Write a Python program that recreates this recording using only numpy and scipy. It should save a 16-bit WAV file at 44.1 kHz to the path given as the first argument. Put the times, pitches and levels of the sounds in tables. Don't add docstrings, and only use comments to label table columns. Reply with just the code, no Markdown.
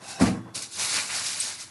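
import sys
import numpy as np
from scipy import signal
from scipy.fft import rfft, irfft, next_fast_len
from scipy.io import wavfile
from scipy.ndimage import uniform_filter1d

SR = 44100
rng = np.random.default_rng(int(sys.argv[2]) if len(sys.argv) > 2 else 0)


def output_pcm(signal):
    pcm = np.clip(np.atleast_2d(signal).T, -1, 1) * 32767
    wavfile.write(sys.argv[1], SR, np.round(pcm).astype(np.int16))


N = 74970

# frequency_hz, level_db
FOAM_SPECTRUM = [(880, -34), (1500, 0), (1860, -12.5), (2260, -3), (2920, -6), (3220, -9), (3770, -1),
                 (4630, 0), (8920, -4), (10400, -3), (11300, -9.5), (11700, -30.5), (12500, -51),
                 (16200, -78), (22000, -120)]


def amp(db):
    return 10 ** (np.asarray(db) / 20)


def unit(x):
    return x / np.sqrt(np.mean(x ** 2) + 1e-20)


def along(points, hz):
    point_hz, values = np.transpose(points)
    return np.interp(np.log(hz + 1), np.log(point_hz + 1), values)


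def clock():
    return np.arange(N) / SR


def filtered(x, response):
    size = next_fast_len(N + SR // 2)
    return irfft(rfft(x, size) * response(np.fft.rfftfreq(size, 1 / SR)), size)[:N]


def coloured(x, spectrum):
    return unit(filtered(x, lambda hz: amp(along(spectrum, hz))))


def swells(strokes):
    t, power = clock(), np.zeros(N)
    for peak_s, rise_s, fall_s, level_db in strokes:
        drop_db = 20 * np.where(t < peak_s, ((peak_s - t) / rise_s) ** 2, (t - peak_s) / fall_s)
        power += amp(level_db - drop_db) ** 2
    return np.sqrt(power)


def struck(start_s, attack_s, t60_s):
    age = np.maximum(clock() - start_s, 0)
    return (1 - np.exp(-age / attack_s)) * amp(-60 * age / t60_s)


def grains(per_s, lo_hz, hi_hz, life_s, spread_db):
    onset, pitch, strength, life, phase = np.hsplit(rng.random((int(per_s * N / SR), 5)), 5)
    t = np.arange(SR // 200) / SR
    hz = lo_hz + (hi_hz - lo_hz) * pitch
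    size = amp(-spread_db * np.log(.02 + .98 * strength))
    rings = size * np.sin(2 * np.pi * (hz * t + phase)) * np.exp(-t / (life_s * (.5 + life)))
    samples = (onset * N).astype(int) + np.arange(len(t))
    return unit(np.bincount(samples.ravel(), rings.ravel())[:N])


def resonant(peaks):
    def response(hz):
        return sum(amp(db) * 1j * hz * width / (pitch ** 2 - hz ** 2 + 1j * hz * width)
                   for pitch, width, db in peaks)
    return unit(filtered(rng.standard_normal(N), response))


def room_tone():
    # frequency_hz, level_db
    air_spectrum = [(25, -20), (55, -21), (90, 1), (180, -7.5), (300, -3), (420, -13), (1000, -9.5),
                    (2000, -17), (5000, -22.5), (11000, -27.5)]
    return amp(-57) * coloured(rng.standard_normal(N), air_spectrum)


def whine(pitch_hz=3430, level_db=-70):
    return amp(level_db) * np.sqrt(2) * np.sin(2 * np.pi * pitch_hz * clock())


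def room(x, wet_db):
    # frequency_hz, t60_s
    decay_times = [(100, 0.47), (300, 0.39), (1000, 0.16), (4000, 0.12), (11000, 0.15)]
    hz, t, bands = signal.stft(rng.standard_normal(SR // 2), SR, nperseg=256)
    decay = amp(-60 * t / along(decay_times, hz)[:, None])
    tail = signal.istft(bands * decay, SR, nperseg=256)[1]
    delayed = np.pad(x, (SR // 300, 0))
    wet = signal.fftconvolve(delayed, tail / np.linalg.norm(tail))[:N]
    return (x + amp(wet_db) * wet) / np.sqrt(1 + amp(wet_db) ** 2)


def flap_rubs():
    # peak_s, rise_s, fall_s, level_db
    strokes = [(.11, 0.1, 0.22, -44.5), (.18, 0.084, 0.16, -41.5)]
    # pitch_hz, width_hz, level_db
    flap_modes = [(778, 76, -1.5), (1530, 66, -4), (2616, 63, -2.5), (3780, 140, -11.5), (5350, 88, -11),
                  (5540, 49, -2.5)]
    return swells(strokes) * resonant(flap_modes)


def box_slides():
    # peak_s, rise_s, fall_s, level_db
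    scuffs = [(.04, 0.075, 0.33, -48), (.208, 0.027, 0.028, -31.5), (.36, 0.05, 0.15, -42.5),
              (.485, 0.057, 0.085, -46.5), (.57, 0.034, 0.17, -44.5), (.81, 0.088, 0.074, -45.5)]
    # frequency_hz, level_db
    scuff_spectrum = [(50, -16), (90, -4), (200, 1), (320, -2), (520, -1.5), (700, -3), (860, -3),
                      (1050, 0.5), (1250, -7.5), (1500, -7), (1900, -9), (3000, -32), (8000, -45)]
    friction = grains(per_s=2500, lo_hz=50, hi_hz=3080, life_s=0.0011, spread_db=0.0)
    return swells(scuffs) * coloured(friction, scuff_spectrum)


def box_landing():
    # start_s, ring_db, slap_db
    blows = [(0.2104, -21, -19.5), (0.2212, -13.5, -32.5), (0.2376, -16, -34.5), (0.274, -34.5, -28.5),
             (.314, -28, -43)]
    # pitch_hz, level_db, t60_s
    box_modes = [(96.6, -17, 0.4), (118.1, -18.5, 0.5), (171, -20, 0.52), (196.5, -11, 0.4),
                 (229, -6, 0.22), (251.3, 1.2, 0.18), (311.2, -11, 0.48), (328.8, -17, 1),
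                 (394.4, -19, .35), (473, -22, .33), (721, -12.5, 0.13), (760, -11.5, 0.17),
                 (878, -19.5, 0.18), (1163, -17.5, 0.21)]
    # frequency_hz, level_db
    slap_spectrum = [(25, -22), (60, -12), (100, -2.5), (250, 5), (420, -4), (600, -2.5), (750, 4),
                     (950, -9.5), (1200, -6), (1600, -13.5), (2400, -13), (3300, -43), (8000, -45)]
    t, out = clock(), np.zeros(N)
    for start_s, ring_db, slap_db in blows:
        for pitch_hz, level_db, t60_s in box_modes:
            gain = amp(ring_db + level_db + rng.normal(0, 1))
            tone = np.sin(2 * np.pi * pitch_hz * (t - start_s))
            out += gain * struck(start_s, attack_s=0.0011, t60_s=t60_s) * tone
        slap = coloured(rng.standard_normal(N), slap_spectrum)
        out += amp(slap_db) * struck(start_s, attack_s=0.00073, t60_s=0.21) * slap
    return out


def foam_squeak(glide=.04, jitter=0.017):
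    # start_s, length_s, pitch_hz, level_db
    chirps = [(1.4, 0.0065, 8150, -21), (1.406, 0.0078, 8480, -24)]
    out = np.zeros(N)
    for start_s, length_s, pitch_hz, level_db in chirps:
        progress = np.clip((clock() - start_s) / length_s, 0, 1)
        wobble = unit(uniform_filter1d(rng.standard_normal(N), size=20))
        hz = pitch_hz * (1 + glide * (progress - .5) + jitter * wobble)
        tone = np.sqrt(2) * np.sin(2 * np.pi * np.cumsum(hz) / SR)
        out += amp(level_db) * np.sin(np.pi * progress) * tone
    return out


def foam_scrunches(q=5.3):
    # peak_s, rise_s, fall_s, level_db, pitch_hz
    squeezes = [(.963, .014, .025, -32, 4600), (.99, 0.032, .025, -29.5, 2250),
                (1.268, .008, .02, -28, 5160), (1.415, .008, 0.027, -35, 4970)]
    return sum(swells([stroke]) * resonant([(hz, hz / q, 0)]) for *stroke, hz in squeezes)


def foam_snaps():
    # start_s, level_db
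    snaps = [(0.849, -23), (0.943, -15), (0.968, -27), (1.044, -27), (1.163, -25)]
    ticks = sum(amp(db) * struck(start_s, attack_s=.0001, t60_s=0.0059) for start_s, db in snaps)
    return ticks * coloured(rng.standard_normal(N), FOAM_SPECTRUM)


def foam_rustle(fade_in_s=0.027, low_cut_hz=2350, crackle_trim_db=.5, crunch_trim_db=-0.5):
    # peak_s, rise_s, fall_s, crackle_db, crunch_db
    brushes = [(0.051, 0.055, 0.12, -47.5, -50), (.116, 0.076, 0.1, -38.5, -48.5),
               (0.22, 0.028, 0.11, -31, -35), (.274, .045, 0.063, -37.5, -33),
               (.557, 0.014, 0.11, -30, -48), (0.624, 0.0082, 0.065, -33, -48)]
    # time_s, crackle_db, crunch_db
    digging = [(0.69, -55.5, -76), (0.722, -40.5, -73), (0.78, -36, -42.5), (0.798, -27, -37),
               (0.844, -27, -34.5), (0.878, -30.5, -38.5), (0.968, -26.5, -31), (1.052, -35.5, -38.5),
               (1.086, -35, -46), (1.096, -36.5, -34), (1.158, -28.5, -36), (1.232, -34, -39.5),
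               (1.26, -30, -39), (1.392, -35, -42), (1.404, -28.5, -51.5), (1.44, -30.5, -41.5),
               (1.502, -34, -42), (1.578, -45, -51), (1.612, -36, -47), (1.632, -41.5, -48.5),
               (1.66, -47.5, -57.5), (1.7, -54, -57)]
    t = clock()
    time_s, crackle_db, crunch_db = np.transpose(digging)
    fade_in = np.clip((t - time_s[0]) / fade_in_s + 1, 0, 1)
    dig_crackle = fade_in * amp(np.interp(t, time_s, crackle_db))
    dig_crunch = fade_in * amp(np.interp(t, time_s, crunch_db))
    brush_crackle = swells([(*timing, db) for *timing, db, _ in brushes])
    brush_crunch = swells([(*timing, db) for *timing, _, db in brushes])

    light_slips = grains(per_s=12000, lo_hz=970, hi_hz=11760, life_s=0.00067, spread_db=2.0)
    crackle = coloured(light_slips, FOAM_SPECTRUM)
    crackle = unit(filtered(crackle, lambda hz: hz ** 2 / np.hypot(hz ** 2, low_cut_hz ** 2)))
    # frequency_hz, level_db
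    crunch_spectrum = [(50, -24), (95, -8), (200, -8.5), (300, -7), (400, -11.5), (600, -5.5), (900, -3),
                       (1300, -1.5), (1700, -1), (2250, 0.5), (2900, -3.5), (3400, -9), (6000, -11),
                       (12000, -47)]
    pressed_slips = grains(per_s=5000, lo_hz=50.3, hi_hz=4630, life_s=0.0013, spread_db=1.0)
    crunch = coloured(pressed_slips, crunch_spectrum)
    return (amp(crackle_trim_db) * crackle * np.hypot(brush_crackle, dig_crackle)
            + amp(crunch_trim_db) * crunch * np.hypot(brush_crunch, dig_crunch))


def scene():
    background = room_tone() + whine()
    foam = room(foam_rustle() + foam_snaps() + foam_squeak() + foam_scrunches(), wet_db=-10.5)
    cardboard = room(box_landing() + box_slides() + flap_rubs(), wet_db=-12)
    return (background + cardboard + foam)[None]


def record(dry):
    low_cut_hz, top_hz = 68, 11700
    high_pass = lambda hz: (1j * hz) ** 2 / (low_cut_hz ** 2 - hz ** 2 + 1j * hz * low_cut_hz)
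    low_pass = lambda hz: 1 / np.sqrt(1 + (hz / top_hz) ** 120)
    return filtered(dry[0], lambda hz: high_pass(hz) ** 2 * low_pass(hz))[None]


dry = scene()
out = record(dry)
output_pcm(out)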